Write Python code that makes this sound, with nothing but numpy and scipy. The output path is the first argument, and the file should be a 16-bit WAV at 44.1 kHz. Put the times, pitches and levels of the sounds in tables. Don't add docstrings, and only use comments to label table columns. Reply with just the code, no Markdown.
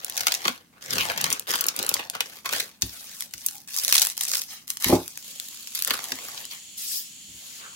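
import sys
import numpy as np
from scipy import signal
from scipy.fft import rfft, irfft
from scipy.io import wavfile
from scipy.ndimage import uniform_filter1d, map_coordinates

SR = 44100
rng = np.random.default_rng(int(sys.argv[2]) if len(sys.argv) > 2 else 0)


def to_wav(sig):
    pcm = np.clip(np.atleast_2d(sig), -1, 1) * 32767
    pcm = np.round(pcm).astype(np.int16)
    wavfile.write(sys.argv[1], SR, pcm.T)


N = 341775
TIME = np.arange(N) / SR
BANDS_HZ = 88 * 2 ** (np.arange(16) / 2)

# (time [s], share of power [0-1])
CRINKLE = [(0, 0.95), (1.07, .6), (1.6, 1), (3.05, 0.4), (3.9, 0.97), (4.42, .95), (4.5, .15), (5.8, 1),
           (6.1, 0.7), (6.9, 0.12)]
# (frequency [Hz], relative level [dB per half octave])
SLIDE_COLOUR = [(110, -29), (220, -21), (550, -7), (1100, -11.5), (5500, -1), (8500, -6), (12000, -1.5),
                (16000, -2)]


def sliding(patchy_db, own_share):
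    zone_levels_db = handling()
    share = np.clip(in_time(CRINKLE)[0], 0, 1)
    own = np.clip(own_share, 0, 1)
    broad, *by_zone = [slips(per_s=360, size_db=4.8, fade_s=.0011) for _ in range(4)]
    white = rng.standard_normal((2, 3, N))
    out = 0
    for k, hz in enumerate(BANDS_HZ):
        weights = np.array([at_hz(list(zip((360, 1500, 7000), zone)), hz) for zone in np.eye(3)])
        slip_power = (1 - own) * broad + own * (weights @ by_zone)
        grain = np.sqrt(1 - share + share * slip_power)
        level_db = weights @ zone_levels_db + at_hz(SLIDE_COLOUR, hz)
        level_db = level_db + patchy_db * drift(45)
        band = rms_one(half_octave(white[k % 2] * grain, hz))
        out = out + from_db(level_db) * band * paths(hz)
    return at_ports(out)


def slips(per_s, size_db, fade_s):
    sizes = from_db(size_db * np.minimum(rng.exponential(1, N), 4)) ** 2
    releases = sizes * (rng.random(N) < per_s / SR) + 1e-9
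    power = signal.lfilter([1], [1, -np.exp(-2 / (fade_s * SR))], releases)
    return power / uniform_filter1d(power, size=2600)


# (start [s], swell [s], hold [s], rubbing level [dB], hiss of the edges [dB above the rubbing])
TURNS = [(0.0, 0.19, 0.16, -38.5, -3), (0.266, 0.006, 0.015, -34, -1), (0.39, 0.07, 0.0081, -28.5, -9.5),
         (0.728, 0.0014, 0.13, -52.5, -23), (0.81, 0.019, 0.048, -41.5, -3.5),
         (0.88, 0.053, 0.14, -30.5, -6.5), (1.085, 0.013, 0.029, -30.5, -15),
         (1.157, 0.019, 0.15, -31.5, -10), (1.47, 0.024, 0.061, -30.5, -3), (1.59, 0.014, 0.07, -32, -22),
         (1.74, 0.048, 0.21, -33, -9.5), (2.133, 0.0035, 0.012, -32, -19), (2.2, 0.0088, 0.16, -48.5, -0.5),
         (2.445, 0.0038, 0.026, -34, -10), (2.505, 0.022, 0.069, -33, -0.5),
         (5.86, 0.051, 0.025, -29, -5.5), (5.95, 0.0085, 0.45, -44.5, 1)]
# (start [s], swell [s], hold [s], rubbing level [dB], hiss of the edges [dB above the rubbing])
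SLIDES = [(2.81, 0.0021, 0.42, -51.5, 7), (3.31, 0.12, 0.13, -54.5, 11), (3.675, 0.11, 0.073, -43, 10),
          (3.84, 0.09, 0.1, -33.5, 9), (4.165, 0.014, 0.21, -44, 11), (4.48, 0.029, 0.025, -44.5, 3.5),
          (4.672, 0.027, 0.0083, -50.5, 12.5), (4.8, 0.068, 0.052, -32.5, 3.5),
          (4.99, 0.037, 0.82, -57.5, 10.5), (5.733, 0.016, 0.043, -43, 9.5), (6.5, 0.014, 0.011, -41, -0.5),
          (6.768, 0.014, 0.074, -53.5, 17), (6.78, 0.14, 0.055, -52.5, 21.5), (7.29, 0.13, 0.16, -54.5, 5),
          (7.58, 0.028, 0.071, -41.5, -38)]
TURN_FLAP_DB, SLIDE_FLAP_DB = -7.5, -15
FLAP_DB_PER_DOUBLING, TYPICAL_MOVE_S = 2, 0.1


def handling():
    power = np.full((3, N), 1e-12)
    for moves, kind_db in ((TURNS, TURN_FLAP_DB), (SLIDES, SLIDE_FLAP_DB)):
        for start_s, swell_s, hold_s, rub_db, edge_db in moves:
            doublings = np.log2((swell_s + hold_s) / TYPICAL_MOVE_S)
            flap_db = kind_db + FLAP_DB_PER_DOUBLING * doublings
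            zone_db = rub_db + np.array([[flap_db], [0], [edge_db]])
            power += from_db(zone_db) ** 2 * gesture(start_s, swell_s, hold_s)
    return 10 * np.log10(power) + surges()


SWELL_FROM_DB, SETTLE_DB_PER_S = -11.5, 188
CREEP_DB, CREEP_DB_PER_S = -26, 74


def gesture(start_s, swell_s, hold_s):
    age = TIME - start_s
    swell_db = SWELL_FROM_DB * np.clip(1 - age / swell_s, 0, 1)
    after = np.clip(age - swell_s - hold_s, 0, None)
    settle_db = np.maximum(-SETTLE_DB_PER_S * after, CREEP_DB - CREEP_DB_PER_S * after)
    return (age >= 0) * from_db(swell_db + settle_db) ** 2


SURGE_DB, SURGES_PER_S = 1.5, 31


def surges():
    return SURGE_DB * in_time(CRINKLE)[0] * drift(SURGES_PER_S)


# (time [s], rms level over the first 6 ms [dB], spectral tilt [dB per octave])
SNAPS = [(0.176, -19.5, 0), (0.207, -22, -1), (0.2686, -12.5, -3), (0.2817, -19.5, -5.5),
         (0.3206, -18, -0.5), (0.3488, -20.5, -1), (0.4539, -19.5, -8), (0.4798, -16, -6),
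         (0.9065, -23.5, 2.5), (0.932, -21.5, -1), (0.956, -25.5, -2), (0.982, -19, -4.5),
         (1.008, -20.5, -2), (1.099, -21.5, -8), (1.176, -23, 1), (1.212, -21.5, 6), (1.2413, -16, -1.5),
         (1.327, -16, 8), (1.505, -27, -5), (1.539, -21.5, -7), (1.609, -17, 8.5), (1.666, -20.5, 10),
         (1.685, -14.5, 1.5), (1.79, -21.5, 1.5), (1.891, -14.5, 7), (1.94, -15, 5.5), (2.151, -29, -6.5),
         (2.2057, -17, -3.5), (2.4578, -23, -3.5), (2.491, -26.5, -6), (2.534, -22, -4.5),
         (2.601, -19.5, -1), (2.821, -16, 1), (3.337, -28, 0.5), (3.4627, -16.5, 15), (3.9248, -11, 0),
         (3.952, -14, -0.5), (3.9798, -12.5, 2.5), (4.0175, -13.5, 2.5), (4.209, -19, 3),
         (4.335, -18.5, -1), (4.8433, -14.5, 0), (5.875, -21.5, 0), (5.9064, -16, -4.5),
         (6.1196, -22.5, -3.5)]
# (frequency [Hz], relative level [dB per half octave])
SNAP_COLOUR = [(110, -54), (700, -26), (2600, -5.5), (5500, 1), (8500, -4), (12000, 0), (16000, 0)]


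def snaps(crack_s, second_crack_s, flutter_s, flutter_db, uneven_db):
    start_s, snap_db, tilt_db = np.transpose(SNAPS)
    t = np.arange(SR // 25) / SR
    white = rng.standard_normal((len(start_s), 3, len(t)))
    uneven = rng.standard_normal((len(start_s), len(BANDS_HZ)))
    since_second = t - second_crack_s * rng.uniform(.5, 2.6, (len(start_s), 1, 1))
    sounds, out = 0, np.zeros((3, N))
    for k, hz in enumerate(BANDS_HZ):
        pace = (hz / 4000) ** .3
        first = np.exp(-pace * t / crack_s)
        second = .5 * (since_second > 0) * np.exp(-pace * np.abs(since_second) / crack_s)
        flutter = from_db(flutter_db) * np.exp(-pace * t / flutter_s)
        burst = white * (first + second + flutter) * paths(hz)
        octaves = np.log2(np.clip(hz, 500, 9000) / 4000)
        band_db = at_hz(SNAP_COLOUR, hz) + tilt_db * octaves + uneven_db * uneven[:, k]
        band = rms_one(half_octave(burst, hz)) * from_db(band_db)[:, None, None]
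        sounds = sounds + (-1) ** k * band
    for s, db, sound in zip(start_s, snap_db, sounds):
        onset_rms = np.std((sound[0] + sound[1:])[:, t < .006])
        add(out, sound * from_db(db) / onset_rms, s)
    return at_ports(out)


# (time [s], rms level over 6 ms [dB])
TICKS = [(0.0465, -23), (0.098, -26.5), (0.168, -27), (0.341, -22), (0.473, -28), (0.998, -32),
         (1.303, -22.5), (1.31, -30), (1.396, -24.5), (1.516, -24), (1.562, -29), (1.641, -23),
         (1.764, -25.5), (1.828, -24), (1.865, -25), (2.099, -25), (3.207, -25.5), (3.223, -29.5),
         (3.486, -26), (3.676, -43), (3.7645, -23), (3.88, -20), (3.943, -18.5), (3.967, -18), (4.05, -21),
         (4.07, -21.5), (4.1, -27), (4.235, -23), (4.354, -23), (4.418, -26), (4.679, -33.5),
         (4.703, -21.5), (4.771, -29), (4.824, -26), (5.079, -30.5), (5.175, -29.5), (5.399, -26),
         (5.673, -33), (5.75, -26.5), (5.791, -26.5), (5.823, -19.5), (5.848, -19.5), (6.041, -28.5),
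         (6.086, -35), (6.453, -32)]


def ticks(pop_s, centre_hz, lowest_hz):
    t = np.arange(int(.006 * SR)) / SR
    out = np.zeros((3, N))
    for s, db in TICKS:
        hz = centre_hz * 2 ** rng.uniform(-0.39, 0.42)
        pop = rng.standard_normal((len(out), len(t))) * np.exp(-t / pop_s) * paths(hz)
        pop = butter(pop, [hz / 2, hz * 2], "band", order=1)
        pop = butter(pop, lowest_hz, "high")
        add(out, pop * from_db(db) / np.std(pop[0] + pop[1:]), s)
    return at_ports(out)


# (centre [s], half length to 1/e [s], frequency [Hz], bandwidth [Hz], rms level at the centre [dB])
SHEET_TONES = [(0.491, 0.023, 230, 40, -35.5), (0.974, 0.077, 172, 192, -41.5),
               (1.01, 0.018, 2720, 610, -24), (1.25, 0.09, 202, 131, -43.5), (3.56, 0.047, 820, 90, -56),
               (6.94, 0.074, 5120, 897, -37)]


def sheet_tones():
    out = 0
    for centre_s, length_s, hz, width_hz, db in SHEET_TONES:
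        swell = np.exp(-((TIME - centre_s) / length_s) ** 2)
        edges_hz = [hz - width_hz / 2, hz + width_hz / 2]
        band = rms_one(butter(rng.standard_normal((3, N)), edges_hz, "band"))
        out = out + from_db(db) * swell * band * paths(hz)
    return at_ports(out)


BOUNCE_MS, BOUNCE_SWING_OCTAVES, BOUNCE_DB, LIFTS_PER_S = 0.916, 0.598, -7.5, 8


def off_desk(x):
    delay_ms = BOUNCE_MS * 2 ** (BOUNCE_SWING_OCTAVES * drift(LIFTS_PER_S))
    read = np.arange(N) - delay_ms * SR / 1000
    echo = np.array([map_coordinates(port, [read], order=3) for port in x])
    g = from_db(BOUNCE_DB)
    return (x + g * echo) / np.sqrt(1 + g * g)


# (time [s], lead of the left microphone port [ms])
PLACE = [(1.7, 0.31), (2.5, 0.12), (6.2, 0.078), (6.6, 0.4)]
PAN_DB_PER_MS = 2


def at_ports(x):
    lead_ms = in_time(PLACE)[0]
    late = map_coordinates(x[0], [np.arange(N) - lead_ms * SR / 1000], order=3)
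    pan = from_db(PAN_DB_PER_MS * lead_ms)
    return np.array([(x[0] + x[1]) * pan, (late + x[2]) / pan])


# (frequency [Hz], share of power [0-1])
DIRECT = [(200, 0.72), (900, 0.77), (3000, 0.18)]


def paths(hz):
    share = np.clip(at_hz(DIRECT, hz), 0, 1)
    return np.sqrt([share, 1 - share, 1 - share]).reshape(3, -1)


# (time [s], peak level [dB], contact cut-off [Hz])
KNOCKS = [(2.828, -23.5, 62), (3.343, -45, 65.3), (4.858, -21, 125), (4.8942, -12.5, 1120),
          (4.924, -4.5, 1000), (4.9339, -17.5, 378), (6.117, -34.5, 800), (7.282, -45, 84), (7.34, -46, 85)]
# (frequency [Hz], level [dB])
DESK = [(103, -12), (177, -9), (257.5, 0.5), (274, -5.5), (333, -0.5), (368, -4.5), (438, -6.5), (598, -9),
        (813, -10), (866, -8.5), (1213, -20.5)]


def knocks(ring_t60, uneven_db, thud_hz, thud_t60, thud_db,
           clatter_db, clatter_s, clatter_hz, press_s, side_db):
    t = np.arange(SR // 2) / SR
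    out = np.zeros((2, N))
    modes = np.array([(-1) ** k * from_db(db - 60 * t / ring_t60) * np.sin(2 * np.pi * hz * t)
                      for k, (hz, db) in enumerate(DESK)])
    thud = np.sin(2 * np.pi * thud_hz * t) * from_db(thud_db) * np.exp(-np.log(1000) * t / thud_t60)
    for s, peak_db, contact_hz in KNOCKS:
        strengths = from_db(uneven_db * rng.standard_normal(len(DESK)))
        side_signs = rng.choice([-1, 1], len(DESK))
        top = spread(strengths @ modes, side_signs @ modes, side_db)
        noise = rng.standard_normal((2, len(t)))
        clatter = rms_one(butter(noise, [clatter_hz / 4, clatter_hz], "band", order=4))
        clatter = from_db(clatter_db) * spread(*clatter, -4.5) * np.exp(-t / clatter_s)
        pressing = 1 - np.exp(-t / press_s)
        blow = butter((top + thud + clatter) * pressing, contact_hz, "low")
        add(out, from_db(peak_db) * blow / np.abs(blow).max(), s)
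    return out


def spread(mid, side, side_db):
    g = from_db(side_db)
    return np.array([mid + g * side, mid - g * side]) / np.sqrt(1 + g * g)


ROOM_T60_S, ROOM_DB = 0.18, -8.5


def room(x, damping_hz, build_s):
    t = np.arange(SR // 2) / SR
    decay = np.exp(-np.log(1000) * t / ROOM_T60_S)
    tail = rng.standard_normal((2, len(t))) * decay * (1 - np.exp(-t / build_s))
    tail = tail / np.sqrt(np.sum(tail ** 2) / 2)
    tail = butter(tail, damping_hz, "low", order=1)
    return signal.fftconvolve(x, tail, axes=1)[:, :N]


# (frequency [Hz], relative level [dB per Hz])
HISS = [(1200, -24), (2400, -6), (3200, 3.5), (3800, -4), (4450, 2), (5000, -8), (5700, -1), (6050, -5),
        (6850, 8), (7300, 0), (7650, 4.5), (8400, -6), (9300, -5), (9800, 0), (10400, -8.5), (15000, -12)]
HISS_START_S, HISS_FADE_S, HISS_DB = 5.19, 0.06, -44


def hiss():
    fade = np.clip((TIME - HISS_START_S) / HISS_FADE_S, 0, 1)
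    return from_db(HISS_DB) * fade * steady_noise(HISS)


# (frequency [Hz], relative level [dB per Hz])
QUIET = [(35, -11), (70, -7), (240, 1.5), (420, -16), (1500, -18.5), (16000, -22)]
QUIET_DB = -60


def quiet_room():
    return from_db(QUIET_DB) * steady_noise(QUIET)


def steady_noise(spectrum):
    hz = np.arange(N // 2 + 1) * SR / N
    white = rfft(rng.standard_normal((3, N)))
    x = irfft(white * from_db(at_hz(spectrum, hz)) * paths(hz), N)
    return rms_one(x[0] + x[1:])


def from_db(db):
    return 10 ** (np.asarray(db) / 20)


def rms_one(x):
    return x / np.sqrt(np.mean(x ** 2) + 1e-20)


def in_time(rows):
    s, *columns = np.transpose(rows)
    return [np.interp(TIME, s, c) for c in columns]


def at_hz(points, hz):
    f, value = np.transpose(points)
    return np.interp(np.log(np.maximum(hz, 1)), np.log(f), value)


def butter(x, hz, kind, order=2):
    edges = np.clip(hz, 10, .45 * SR)
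    return signal.sosfilt(signal.butter(order, edges, kind, fs=SR, output="sos"), x)


def half_octave(x, hz):
    return butter(x, [hz / 2 ** .25, hz * 2 ** .25], "band")


def add(out, sound, s):
    at = max(0, int(s * SR))
    out[..., at:at + sound.shape[-1]] += sound[..., :N - at]


def drift(rate):
    knots = rng.standard_normal(4000)
    return np.interp(TIME * rate, np.arange(len(knots)), knots)


def scene():
    rustle = sliding(patchy_db=3, own_share=0.27)
    buckles = snaps(crack_s=.0013, second_crack_s=.002, flutter_s=.006, flutter_db=-13, uneven_db=2.5)
    creases = ticks(pop_s=.0008, centre_hz=7000, lowest_hz=1000)
    paper = off_desk(rustle + buckles + creases) + sheet_tones()
    reverberation = from_db(ROOM_DB) * room(paper, damping_hz=8020, build_s=0.00077)
    desk = knocks(ring_t60=.18, uneven_db=1.8, thud_hz=66.2, thud_t60=0.22, thud_db=-19,
                  clatter_db=-3, clatter_s=0.027, clatter_hz=1074, press_s=0.00043, side_db=-19.0)
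    return paper + reverberation + desk + hiss() + quiet_room()


CUTOFF_HZ = 15900


def record(dry):
    x = np.clip(butter(dry, 54, "high", order=4), -1, 1)
    top_cut = signal.ellip(10, .2, 70, CUTOFF_HZ, fs=SR, output="sos")
    return signal.sosfilt(top_cut, x)


dry = scene()
out = record(dry)
to_wav(out)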